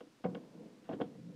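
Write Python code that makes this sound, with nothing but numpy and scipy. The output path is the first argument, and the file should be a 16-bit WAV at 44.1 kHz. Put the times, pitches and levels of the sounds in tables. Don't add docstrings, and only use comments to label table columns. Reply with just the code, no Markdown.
import sys
import numpy as np
from scipy import signal
from scipy.fft import rfft, irfft, next_fast_len
from scipy.io import wavfile
from scipy.ndimage import map_coordinates

SR = 44100
rng = np.random.default_rng(int(sys.argv[2]) if len(sys.argv) > 2 else 0)


def makeup_ratio(level_db):
    decades = np.asarray(level_db, float) / 20
    return 10 ** decades


def master_out(mix):
    frames = np.transpose(np.atleast_2d(mix))
    ceiling = np.clip(frames, -1, 1)
    pcm = np.round(ceiling * 32767).astype(np.int16)
    wavfile.write(sys.argv[1], SR, pcm)


N = 59535

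# start in seconds, thud pitch in Hz,
# thud peak in dB, loudest region of the deck in Hz, deck peak in dB.
POP_AND_BOX_BLOWS = [(.006, 290, -73, 700, -46.5), (.012, 262, -48.5, 500, -40.5),
                     (.032, 300, -47, 500, -68), (.069, 310, -47.5, 454, -61), (.204, 300, -54, 500, -63.5),
                     (.241, 260, -32.5, 870, -32.5), (.244, 196, -43, 475, -38.5),
                     (.250, 267, -26.5, 710, -34.5), (.254, 181, -25.5, 507, -27),
                     (.266, 198, -40, 520, -38), (.287, 177, -31.5, 500, -63), (.296, 177, -54, 500, -53),
                     (.319, 260, -43, 590, -59), (0.329, 172, -37, 400, -42.5),
                     (.348, 282, -66, 524, -37.5), (0.359, 295, -52, 500, -51),
                     (.369, 295, -37.5, 442, -43)]
# start in seconds, thud pitch in Hz,
# thud peak in dB, loudest region of the deck in Hz, deck peak in dB.
DROP_BLOWS = [(.891, 274, -37.5, 611, -32), (.897, 269, -29, 670, -33.5), (0.907, 160, -40, 400, -43),
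              (.914, 277, -36, 646, -31.5), (.927, 300, -34, 480, -55), (0.934, 194, -32, 400, -31.5),
              (0.949, 269, -33.5, 470, -67), (0.97, 220, -41, 440, -70), (0.987, 220, -47, 400, -67),
              (1.0018, 260, -60, 500, -29), (1.009, 310, -65, 780, -33.5), (1.0133, 257, -24.5, 500, -26.5),
              (1.028, 310, -29.5, 495, -43.5), (1.037, 220, -58, 400, -63), (1.055, 160, -40, 400, -76.5),
              (1.153, 170, -49.5, 500, -51.5)]
# pitch in Hz, level in dB, T60 in seconds.
DECK_MODES = [(400, -3.5, 0.076), (485, 6.5, 0.042), (549, -2.5, 0.043), (655.4, 3.5, .03),
              (722, -1, 0.062), (870, -2, 0.028), (1030, -1.5, 0.036)]
# start in seconds, loudest region in Hz, peak in dB.
TRUCK_CLACKS = [(.006, 3000, -56.5), (.007, 2190, -69), (.007, 1480, -50.5), (.014, 2740, -60),
                (0.239, 3200, -55.5), (0.243, 1350, -44), (.248, 2190, -48), (0.26, 1440, -44),
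                (.270, 1590, -56), (0.291, 1300, -57.5), (0.349, 2950, -47), (.353, 1390, -46),
                (0.376, 1370, -61), (.892, 2344, -49.5), (0.897, 1400, -53), (.926, 2200, -56),
                (.933, 1440, -50.5), (1.002, 1530, -47), (1.011, 3200, -50), (1.014, 1540, -39),
                (1.017, 3400, -45), (1.015, 1880, -54.5), (1.015, 4900, -63), (.242, 4500, -45.5),
                (.348, 4600, -53), (1.038, 1330, -76)]
# pitch in Hz, level in dB, T60 in seconds.
TRUCK_MODES = [(1105, 5, 0.034), (1216, 5.5, 0.026), (1480, 3, 0.03), (1612, -3, 0.026),
               (1880, -7.5, 0.036), (2190, -4, 0.048), (2814, 2.5, 0.019), (2950, 2.5, 0.015),
               (3200, 6.5, 0.012), (3508, -7, 0.037), (4360, -14, 0.035), (4900, -6, 0.013)]
# time in seconds, level in dB.
ROLL_LEVEL = [(0, -58), (.1, -75), (.23, -83), (.3, -48), (.42, -52), (.5, -56), (.54, -54), (.63, -53),
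              (.68, -55.5), (.73, -59.5), (.76, -60.5), (.88, -61.5), (1.0, -46), (1.11, -54),
              (1.14, -59.5), (1.19, -48.5), (1.235, -52.5), (1.3, -49)]
# centre in Hz, width in Hz, level in dB.
BOX_RESONANCES = [(160, 52, -5.5), (220, 24.8, 1.5), (260, 17.2, -3), (310, 23, -1.5), (418, 60, -9),
                  (491.4, 34.2, -4), (670, 90, -16.5), (960, 260, -25)]
# centre in Hz, width in Hz, level in dB.
GROUND_RESONANCES = [(141, 64, -5), (170, 17.6, 5.5), (222, 59, -10.5), (300, 30, -7), (390, 22, -14.5),
                     (500, 53, -13.5), (730, 87, -40.5), (900, 120, -40)]
# time in seconds, level in dB.
SCRAPE_LEVEL = [
    (.80, -125),
    (.845, -73),
    (.89, -71.5),
    (.92, -62),
    (.935, -56.5),
    (.96, -67.5),
    (.99, -106),
]
# frequency in Hz, level in dB.
SCRAPE_TONE = [(500, -39), (900, 7.5), (1500, 10.5), (2200, -3), (3000, 1.5), (4500, -12), (8000, -32)]
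# frequency in Hz, T60 in seconds.
WALL_DECAY = [(150, 0.38), (500, 0.067), (1500, 0.14), (3000, 0.16), (6000, 0.056)]
# frequency in Hz, level in dB per Hz.
AIR_TONE = [(15, -10), (60, -23), (130, -2.5), (350, -5), (1000, -12.5), (5000, -19.5), (8500, -26.5),
            (15500, -39)]

SPOT_SCATTER_DB = 2.5


def unit(x):
    return x / np.sqrt(np.mean(x ** 2) + 1e-20)


def along(points, hz):
    f, value = np.transpose(points)
    return np.interp(np.log(hz + 1), np.log(f + 1), value)


def curve(rows):
    s, value = np.transpose(rows)
    return np.interp(np.arange(N) / SR, s, value)


def filtered(x, response):
    m = next_fast_len(N + SR // 2)
    spectrum = rfft(x, m) * response(np.fft.rfftfreq(m, 1 / SR))
    return irfft(spectrum, m)[..., :N]


def body(peaks):
    def response(f):
        total = 0
        for k, (centre, width, db) in enumerate(peaks):
            damping = 1j * f * width
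            total = total + (-1) ** k * makeup_ratio(db) * damping / (centre * centre - f * f + damping)
        return total
    return response


def ring(modes, spot, centre_hz, fall_db, t):
    hz, db, t60 = np.transpose(modes)[..., None]
    octaves_away = np.abs(np.log2(hz / centre_hz))
    db = db - fall_db * octaves_away + SPOT_SCATTER_DB * spot[:len(hz), None]
    return np.sum(makeup_ratio(db - 60 * t / t60) * np.sin(2 * np.pi * hz * t), axis=0)


def blows():
    thud_t60_s, thud_rise_s, deck_rise_s = 0.061, 0.00091, 0.0016
    deck_fall_db = 19.5
    out, t = np.zeros(N + SR), np.arange(SR // 4) / SR
    spots = rng.standard_normal((40, 14))
    for (s, hz, thud_db, deck_hz, deck_db), spot in zip(POP_AND_BOX_BLOWS + DROP_BLOWS, spots):
        thud = makeup_ratio(thud_db - 60 * t / thud_t60_s) * np.sin(2 * np.pi * hz * t)
        thud = thud * (1 - np.exp(-t / thud_rise_s))
        deck = makeup_ratio(deck_db) * ring(DECK_MODES, spot, deck_hz, deck_fall_db, t)
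        deck = deck * (1 - np.exp(-t / deck_rise_s))
        out[round(s * SR):][:len(t)] += thud + deck
    return out[:N]


def clacks():
    rise_s, truck_fall_db = 0.00079, 17
    rattle_depth, rattle_s = 0.49, 0.0012
    out, t = np.zeros(N + SR), np.arange(SR // 8) / SR
    spots = rng.standard_normal((30, 14))
    for (s, hz, db), spot in zip(TRUCK_CLACKS, spots):
        clack = makeup_ratio(db - 2) * ring(TRUCK_MODES, spot, hz, truck_fall_db, t)
        out[round(s * SR):][:len(t)] += clack * (1 - np.exp(-t / rise_s))
    flutter = map_coordinates(rng.standard_normal(N // 8), [np.arange(N) / SR / rattle_s])
    return out[:N] * (1 + rattle_depth * flutter)


def grit(per_s):
    chance, size = rng.random((2, N))
    jolts = (chance < per_s / SR) * rng.standard_normal(N)
    return jolts * makeup_ratio(-1.34 * np.log(size + 1e-9))


def rolling():
    ground_s, change_s, grit_per_s = 1.14, 0.034, 3000
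    down = np.clip((np.arange(N) / SR - ground_s) / change_s, 0, 1)
    box = unit(filtered(grit(grit_per_s), body(BOX_RESONANCES)))
    ground = unit(filtered(grit(grit_per_s), body(GROUND_RESONANCES)))
    return makeup_ratio(curve(ROLL_LEVEL)) * (np.sqrt(1 - down) * box + np.sqrt(down) * ground)


def scrape():
    drag = filtered(grit(8000), lambda hz: makeup_ratio(along(SCRAPE_TONE, hz)))
    return makeup_ratio(curve(SCRAPE_LEVEL)) * unit(drag)


def wall(x):
    delay_s = 0.012
    hz, t, z = signal.stft(rng.standard_normal(SR // 2), SR, nperseg=256)
    fade = makeup_ratio(-60 * t / along(WALL_DECAY, hz)[:, None])
    tail = signal.istft(z * fade, SR, nperseg=256)[1]
    late = np.pad(x, (round(delay_s * SR), 0))
    return signal.fftconvolve(late, tail / np.linalg.norm(tail))[:N]


def air():
    noise = filtered(rng.standard_normal(N), lambda hz: makeup_ratio(along(AIR_TONE, hz)))
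    return makeup_ratio(-68.5) * unit(noise)


def low_cut(f):
    cut_hz, gentle_hz = 110, 70
    steep = -f * f / (cut_hz ** 2 - f * f + 1.3j * f * cut_hz)
    return steep * 1j * f / (gentle_hz + 1j * f)


def scene():
    wall_db, metal_to_wall_db = -12, -6
    wood = blows()
    metal = clacks() + scrape()
    answer = makeup_ratio(wall_db) * wall(wood + makeup_ratio(metal_to_wall_db) * metal)
    near = wood + metal + answer + rolling()
    return (filtered(near, low_cut) + air())[None]


def top_cut(x):
    return signal.sosfilt(signal.butter(12, 15610, fs=SR, output="sos"), x)


def record(dry):
    top_hz = 15650
    mix = filtered(dry, lambda hz: hz < top_hz)
    return top_cut(mix)


dry = scene()
out = record(dry)
master_out(out)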